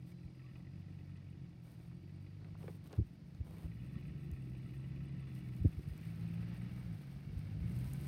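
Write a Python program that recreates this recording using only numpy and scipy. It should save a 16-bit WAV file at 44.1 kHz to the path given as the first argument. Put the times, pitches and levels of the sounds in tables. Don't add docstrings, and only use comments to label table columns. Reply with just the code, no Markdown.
import sys
import numpy as np
from scipy import signal
from scipy.fft import rfft, irfft, next_fast_len
from scipy.io import wavfile
from scipy.ndimage import uniform_filter1d

SR = 44100
rng = np.random.default_rng(int(sys.argv[2]) if len(sys.argv) > 2 else 0)


def waveform_to_disk(signal):
    frames = np.transpose(np.atleast_2d(signal))
    scaled = np.clip(frames, -1, 1) * 32767
    samples = np.round(scaled).astype(np.int16)
    wavfile.write(sys.argv[1], SR, samples)


N = 356019
TIME = np.arange(N) / SR
FFT_SIZE = next_fast_len(N, True)
FREQS = np.maximum(np.fft.rfftfreq(FFT_SIZE, 1 / SR), 1)

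# time_s, firing_hz
FIRING = [(0.0, 43.52), (0.52, 42.95), (0.81, 47.68), (1.35, 46.63), (1.75, 38.43), (2.07, 47.01),
          (2.49, 50.9), (2.79, 48.23), (3.1, 45.7), (3.37, 47.44), (3.71, 55.57), (3.91, 67.57),
          (4.11, 73.85), (4.49, 63.04), (5.06, 68.87), (5.6, 61.07), (5.79, 46.2), (5.9, 48.67),
          (6.02, 53.82), (6.35, 56.35), (6.8, 62.9), (6.9, 55.42), (7.0, 47.26), (7.1, 44.96),
          (7.28, 48.38), (7.55, 51.86), (7.8, 63.4), (7.93, 68.73), (8.07, 70.9)]
# time_s, distance_m, side_on (0 to 1)
PATH = [(0, 13.8, 0), (3.3, 14.1, 0.4), (4.5, 12.4, 0.15), (5.5, 9.8, 0.45), (6.3, 7.25, 0.92),
        (7.2, 8.57, 0.99), (8.07, 7.94, 1)]
# start_s, length_s, hum_rise_db, rattle_rise_db
LABOUR = [(0.38, 0.19, 0, 6.5), (0.603, 0.94, 2.5, 2.5), (1.74, 0.27, 3.5, 2), (2.81, 0.49, -11, -2.5),
          (3.067, 0.59, -5, -1), (3.6, 0.41, -0.5, 3.5), (4.917, 0.84, -0.5, 1.5),
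          (5.68, 0.3575, -10.5, 4.5), (6.036, 0.65, -0.5, 5), (6.966, 0.29, -8.5, -9),
          (7.711, 0.22, -0.5, -11)]
CYLINDERS = [-2.2, -4, -2, -4.5, -2, -2, -5, -2.5]
# pitch_hz, level_db
TAILPIPE = [(45, -18), (68, -14), (84, -15.5), (96, -2), (116, -2), (132, -2), (150, -4.5), (167, -1.5),
            (182, -8.5), (205, -19.5), (235, -28), (280, -36)]

EXHAUST_PIPE = [(78, 38, -5.5), (119.3, 21, 6), (167.5, 13.2, 1.5), (199.7, 26, -10.5)]
CROSS_PIPE = [(95.6, 22.6, -1.5), (147.8, 26, 1.5), (168.6, 13.2, 5), (193.2, 22.7, 0.5), (287, 40, -7.5)]
SILENCER_BOX = [(299.9, 30.6, 1.5), (345.6, 7.6, 1), (422, 78, -19.5)]
BLOCK = [(1122, 51, -3), (1307, 29, 3.5), (1773, 23, -2), (1850, 26, 7), (1972, 63, 5.5), (2261, 46, 1.5),
         (2514, 46, 2), (2624, 125, 2), (2874, 32, 2.5), (3470, 41, -2.5), (3980, 49, -6), (4870, 170, -20)]
WHEEL_ARCH = [(769, 30, 3.5), (1264, 34, 2.5), (1536, 24, 2.5), (1715, 29, -1.5), (2035, 43, 2),
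              (2250, 36, 1), (2765, 100, -1.5)]

ROLL_COLOUR = [(150, 4), (350, 1), (500, -1.5), (700, -2.5), (1000, -8.5), (1600, -4.5), (2400, -6.5),
               (3200, -11.5), (4800, -13), (6000, -21.5), (7500, -35), (16000, -35)]
AIR_COLOUR = [(200, 4), (700, 2.5), (1500, -11.5), (3000, -12), (4800, -8), (6000, -15.5), (7500, -22),
              (9000, -23), (11000, -24), (16000, -59)]
GRASS_COLOUR = [(250, -48), (500, 7), (1200, -2.5), (3000, 1), (5000, -0.5), (7600, -8.5), (8400, 3),
                (11000, -2.5), (14000, 1), (16000, -4.5)]
SCUFF_COLOUR = [(150, 4), (380, 0), (750, -8.5), (1050, -11.5), (1700, -18), (3500, -24.5), (6000, -37),
                (16000, -75)]
BREEZE_COLOUR = [(20, -17.5), (62, -4.5), (95, -9), (200, -13), (600, -39.5), (3000, -96)]
KNOCK_COLOUR = [(30, -13), (150, 9.5), (240, 7), (340, 6), (490, -1), (640, -9.5), (740, -23), (950, -45),
                (3000, -89)]

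# start_s, length_s, pitch_hz, level_db
WHISTLES = [(.12, .18, 4050, -86), (0, .9, 4900, -89), (.42, .08, 1150, -79), (1.9, .5, 4650, -89),
            (7.61, .06, 2210, -72)]
# time_s, level_db
CRUSH = [(0, -87.5), (1.5, -90), (3.3, -86.5), (3.9, -81), (5.2, -83), (5.5, -77), (6.2, -77), (6.6, -76),
         (7, -76.5), (7.5, -79.5), (7.8, -67.5), (8.07, -66.5)]
# start_s, length_s, blade_swish_db, turf_scuff_db
BRUSHES = [(0.05, 0.07, -75.5, -89), (0.539, 0.062, -105, -65.5), (1.619, 0.13, -77.5, -67.5),
           (1.754, 0.13, -84, -71.5), (2.38, 0.11, -107, -64), (2.57, 0.2, -77.5, -69),
           (2.591, 0.12, -91, -63), (2.827, 0.052, -77, -65), (2.89, 0.09, -81, -57.5),
           (3.435, 0.23, -77, -61.5), (5.329, 0.06, -75, -88)]
# time_s, level_db
BREEZE = [(0, -70.5), (2.6, -66), (4.1, -51), (4.8, -58.5), (5.3, -54.5), (7, -57.5), (7.6, -49),
          (8.07, -50.5)]
# start_s, peak_db, brightness_hz
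SNAPS = [(.118, -60, 2800), (1.173, -60, 2500), (1.915, -58, 1000), (2.094, -60, 2300), (2.445, -54, 1800),
         (2.551, -54.5, 850), (2.628, -57, 1400), (2.637, -46, 330), (2.680, -47, 1500),
         (2.681, -42.5, 420), (2.695, -48, 350), (2.866, -60, 3300), (2.897, -61, 2800),
         (2.9285, -48, 4800), (2.9295, -53, 1900), (2.931, -49, 600), (2.9315, -45, 240),
         (2.938, -55, 1500), (2.965, -59, 3500), (3.348, -61, 3800), (3.349, -59, 700), (4.315, -48, 14000),
         (5.978, -53, 11000), (6.013, -57, 11000), (6.053, -57, 11000), (7.789, -50, 10000),
         (7.935, -40, 11000), (8.012, -47, 12000)]
# middle_s, swing_peak_db, pitch_hz, flutter_db (against the swing)
KNOCKS = [(0.251, -43, 73, -28), (.54, -52, 70.5, -33), (2.988, -23, 105.4, -17.5),
          (2.999, -26.5, 124, -10.5), (3.016, -27, 84.5, -22), (3.410, -29.5, 84.3, -21.5),
          (3.653, -34, 74, -16.5), (3.964, -29.5, 148.8, -40), (4.327, -34.5, 72.74, -28),
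          (5.615, -30.5, 77.3, -21), (5.654, -21.5, 105.7, -8), (5.664, -22, 78.5, -23),
          (5.779, -33.5, 84, -34), (5.795, -49.5, 333.7, -3), (5.88, -32.5, 128.2, -31),
          (5.91, -36.5, 74.2, -40), (7.368, -34.5, 66, -16), (7.617, -33.5, 68.04, -36),
          (7.658, -36, 129, -21), (7.769, -33.5, 105.5, -16)]

FULL_LEVEL_M = 14
IDLE_HZ, THROTTLE_LEAD_S = 54.8, 0.013
HUM_DB, HUM_EFFORT_DB, OVERTONE_SIDE_DB = -50, 10, 1.5
TOP_OVERTONE_DB = -3
PIPE_LAG_S = 0.008
LOPE_DB = 1
BURBLE_DB, BURBLE_EFFORT_DB = -58.5, 9.5
THROB_DB, THROB_EFFORT_DB = -59.5, 5
SILENCER_DB, SILENCER_EFFORT_DB, SILENCER_SIDE_DB = -64.5, 5, -6.5
CLATTER_DB, CLATTER_EFFORT_DB, CLATTER_SIDE_DB = -75.5, 14.5, -8
CLATTER_PATCHY_DB, CLATTER_PATCHES_HZ = 0.6, 22
CHATTER_DB, CHATTER_EFFORT_DB, CHATTER_SIDE_DB = -95, 15.5, 15
COVER_HZ, COVER_WIDTH_HZ, COVER_DB, COVER_SIDE_DB = 2265, 46, -86.5, -0.5
TICK_DB, TICK_EFFORT_DB = -93.5, 12
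ROLL_DB, ROLL_EFFORT_DB, ROLL_SIDE_DB = -76.5, 3, 6
WHINE_DB, WHINE_EFFORT_DB, WHINE_SIDE_DB = -102.5, 24, 15
WHINE_PER_FIRING = 14.7
WHINE_WAVER_DB, WHINE_WAVERS_HZ = 4, 16
DRONE_HZ, DRONE_DB = 171.7, -59
WHISTLE_WIDTH_HZ = 44
CRUSH_PATCHY_DB, CRUSH_PATCHES_HZ = 2.5, 22.4
SCRAPE_PATCHY_DB, SCRAPES_HZ = -1, 43
BRUSH_ATTACK_S, BRUSH_RELEASE_S = 0.023, 0.0073
SNAP_DECAY_S, SNAP_DECAY_POWER = 0.0038, 0.65
KNOCK_CYCLES = 0.7
HARD_KNOCK_DB, FLUTTER_HALVING_DB, SLOWEST_FLUTTER = -20, 9, 0.68
TOP_HZ = 15800


def undb(db):
    return 10 ** (np.asarray(db) / 20)


def unit(x):
    return x / np.sqrt(np.mean(x ** 2))


def curves(table):
    s, *columns = np.transpose(table)
    return [np.interp(TIME, s, column) for column in columns]


def filtered(x, response):
    return unit(irfft(rfft(x, FFT_SIZE) * response, FFT_SIZE)[:N])


def noise():
    return rng.standard_normal(N)


def walk(rate_hz):
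    return filtered(noise(), np.exp(-(FREQS / rate_hz) ** 2))


def colour(x, points):
    hz, db = np.transpose(points)
    return filtered(x, undb(np.interp(np.log(FREQS), np.log(hz), db)))


def band(hz, width_hz):
    return 1 / (1 + 1j * (FREQS ** 2 - hz ** 2) / (FREQS * width_hz))


def ring(x, modes, order=1):
    response = sum(undb(db) * band(hz, order * width) ** order for hz, width, db in modes)
    return filtered(x, response)


def puffs(firings, scatter_db, length):
    k = firings.astype(int)
    size_db = np.array(CYLINDERS)[k % len(CYLINDERS)] + scatter_db * rng.standard_normal(N)[k]
    return undb(size_db) * np.exp(-(firings % 1) / length)


def grains(per_s, spread_db):
    size = undb(spread_db * np.minimum(rng.exponential(size=N), 4))
    return (rng.random(N) < per_s / SR) * size * np.sign(noise())


def repeating(firings, order=6000):
    place = firings / len(CYLINDERS) % 1 * order
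    return np.interp(place, np.arange(order), rng.standard_normal(order))


def swell(start, length):
    rise = np.clip((TIME - start) / BRUSH_ATTACK_S, 0, 1)
    return rise * np.exp(-np.clip((TIME - start - length) / BRUSH_RELEASE_S, 0, 20))


def bump(s, half_length):
    return np.exp(-np.minimum(((TIME - s) / half_length) ** 2, 50))


def effort_of(firing_hz):
    octaves = uniform_filter1d(np.log2(firing_hz / IDLE_HZ), size=SR // 8)
    return octaves + THROTTLE_LEAD_S * np.gradient(octaves, TIME)


def labour():
    return sum(np.outer([hum_db, rattle_db], swell(s, length)) for s, length, hum_db, rattle_db in LABOUR)


def exhaust(firing_hz, firings, effort, labour_db, side_on, count=4):
    pipe_hz, pipe_db = np.transpose(TAILPIPE)
    hum = 0
    for k in range(1, count + 1):
        db = np.interp(k * firing_hz, pipe_hz, pipe_db)
        db = db + labour_db * min(2 / k, 1) ** 3
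        db = db + OVERTONE_SIDE_DB * side_on * (k > 2) + TOP_OVERTONE_DB * (k > 3)
        wave = np.sin(2 * np.pi * k * (firings - PIPE_LAG_S * firing_hz))
        hum = hum + np.sqrt(2) * undb(db + 0.3 * walk(26)) * wave
    lope_db = LOPE_DB * np.sin(2 * np.pi * firings / len(CYLINDERS))
    hum_db = HUM_DB + HUM_EFFORT_DB * effort + lope_db
    gas = ring(puffs(firings, scatter_db=0.0, length=0.29) * noise(), EXHAUST_PIPE, order=2)
    gas_db = BURBLE_DB + BURBLE_EFFORT_DB * effort + 0.48 * labour_db
    return hum * undb(hum_db) + gas * undb(gas_db)


def throb(firings, effort):
    k = firings.astype(int)
    strength = undb(CYLINDERS)
    uneven = unit(strength - strength.mean())[k % len(CYLINDERS)] + 0.18 * noise()[k]
    pulses = uneven * np.exp(-(firings % 1) / 0.082)
    return ring(pulses, CROSS_PIPE, order=2) * undb(THROB_DB + THROB_EFFORT_DB * effort)


def silencer(firings, effort, side_on):
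    push = puffs(firings, scatter_db=1, length=0.28)
    thuds = ring(push, SILENCER_BOX, order=2) + 1.9 * ring(push * noise(), SILENCER_BOX, order=2)
    return unit(thuds) * undb(SILENCER_DB + SILENCER_EFFORT_DB * effort + SILENCER_SIDE_DB * side_on)


def clatter(firings, effort, rattle_db, side_on):
    blows = 0.04 + puffs(firings, scatter_db=2, length=0.22)
    blows = blows * (noise() + 0.8 * repeating(firings))
    valves = 0.06 + puffs(firings, scatter_db=2.6, length=0.2)
    valves = valves * (noise() + 1.2 * repeating(firings))

    block_db = CLATTER_DB + CLATTER_EFFORT_DB * effort + rattle_db + CLATTER_SIDE_DB * side_on
    block_db = block_db + CLATTER_PATCHY_DB * walk(CLATTER_PATCHES_HZ)
    block = ring(blows, BLOCK, order=2) * undb(block_db)

    chatter_db = CHATTER_DB + CHATTER_EFFORT_DB * effort + CHATTER_SIDE_DB * side_on
    chatter = ring(valves, WHEEL_ARCH, order=2) * undb(chatter_db)

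    cover_db = COVER_DB + COVER_SIDE_DB * side_on + 0.32 * rattle_db
    cover = ring(valves, [(COVER_HZ, COVER_WIDTH_HZ, 0)], order=2) * undb(cover_db)

    metal = [(8280, 71, -4.0), (8580, 240, -7.0), (9400, 76, -5.5)]  # pitch_hz, width_hz, level_db
    ticks = ring(grains(per_s=70, spread_db=4.5) + 0.0041 * noise(), metal, order=2)
    return block + chatter + cover + ticks * undb(TICK_DB + TICK_EFFORT_DB * effort)


def running_gear(firings, effort, side_on):
    roll_db = ROLL_DB + ROLL_EFFORT_DB * effort + ROLL_SIDE_DB * side_on + 1.08 * walk(38)
    roll = colour(noise(), ROLL_COLOUR) * undb(roll_db)
    whine_db = WHINE_DB + WHINE_EFFORT_DB * effort + WHINE_SIDE_DB * side_on
    whine_db = whine_db + WHINE_WAVER_DB * walk(WHINE_WAVERS_HZ)
    return roll + np.sin(2 * np.pi * WHINE_PER_FIRING * firings) * undb(whine_db)


def drone():
    pitch_hz = DRONE_HZ + 2 * walk(4.4)
    return np.sin(2 * np.pi * np.cumsum(pitch_hz) / SR) * undb(DRONE_DB + 2.94 * walk(9.6))


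def field():
    hiss = colour(noise(), AIR_COLOUR) * undb(-74.0 + 0.5 * walk(2.7))
    whistles = 0
    for s, length, hz, db in WHISTLES:
        tone = ring(noise(), [(hz, WHISTLE_WIDTH_HZ, 0)], order=2)
        whistles = whistles + tone * undb(db) * swell(s, length)
    return hiss + whistles


def grass():
    crush_db, = curves(CRUSH)
    blades = colour(noise() + 0.6 * unit(grains(per_s=160, spread_db=4)), GRASS_COLOUR)
    grit = colour(noise() + unit(grains(per_s=760, spread_db=-10.5)), SCUFF_COLOUR)
    grit = grit * undb(SCRAPE_PATCHY_DB * walk(SCRAPES_HZ))
    brushes = 0
    for s, length, swish_db, scuff_db in BRUSHES:
        brushes = brushes + swell(s, length) * (undb(swish_db) * blades + undb(scuff_db) * grit)
    return brushes + blades * undb(crush_db + CRUSH_PATCHY_DB * walk(CRUSH_PATCHES_HZ))


def breeze():
    breeze_db, = curves(BREEZE)
    return colour(noise(), BREEZE_COLOUR) * undb(breeze_db + 0.52 * walk(25))


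def snaps():
    out = np.zeros(N)
    for s, db, hz in SNAPS:
        decay_s = SNAP_DECAY_S * (1000 / hz) ** SNAP_DECAY_POWER
        age_s = np.clip(TIME - s, 0, 30 * decay_s)
        burst = noise() * (age_s > 0) * np.exp(-age_s / decay_s)
        crack = ring(burst, [(hz, 0.5 * hz, 0)], order=3)
        out += undb(db) * crack / np.abs(crack).max()
    return out


def knocks():
    out = np.zeros(N)
    turbulence = colour(noise(), KNOCK_COLOUR)
    for s, db, hz, flutter_db in KNOCKS:
        rate = np.clip(2 ** ((db - HARD_KNOCK_DB) / FLUTTER_HALVING_DB), SLOWEST_FLUTTER, 1)
        eddy = bump(s, KNOCK_CYCLES / hz)
        flutter = unit(eddy * np.interp(TIME * rate, TIME, turbulence)) * np.sqrt(np.mean(eddy ** 2))
        swing = eddy * np.cos(2 * np.pi * hz * (TIME - s))
        out += undb(db) * (swing + undb(flutter_db) * flutter)
    return out


def scene():
    firing_hz, = curves(FIRING)
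    distance_m, side_on = curves(PATH)
    effort = effort_of(firing_hz)
    firings = np.cumsum(firing_hz * (1 + 0.003 * walk(15))) / SR
    labour_db, rattle_db = labour()
    truck = exhaust(firing_hz, firings, effort, labour_db, side_on)
    truck = truck + throb(firings, effort)
    truck = truck + silencer(firings, effort, side_on)
    truck = truck + clatter(firings, effort, rattle_db, side_on)
    truck = truck + running_gear(firings, effort, side_on)
    truck = truck * FULL_LEVEL_M / distance_m
    surroundings = drone() + field() + grass() + breeze() + snaps() + knocks()
    return (truck + surroundings)[None]


def record(dry):
    bass_cut = signal.butter(4, 42, "high", fs=SR, output="sos")
    top_cut = signal.ellip(10, 0.2, 70, TOP_HZ, fs=SR, output="sos")
    return signal.sosfilt(top_cut, signal.sosfilt(bass_cut, dry))


dry = scene()
out = record(dry)
waveform_to_disk(out)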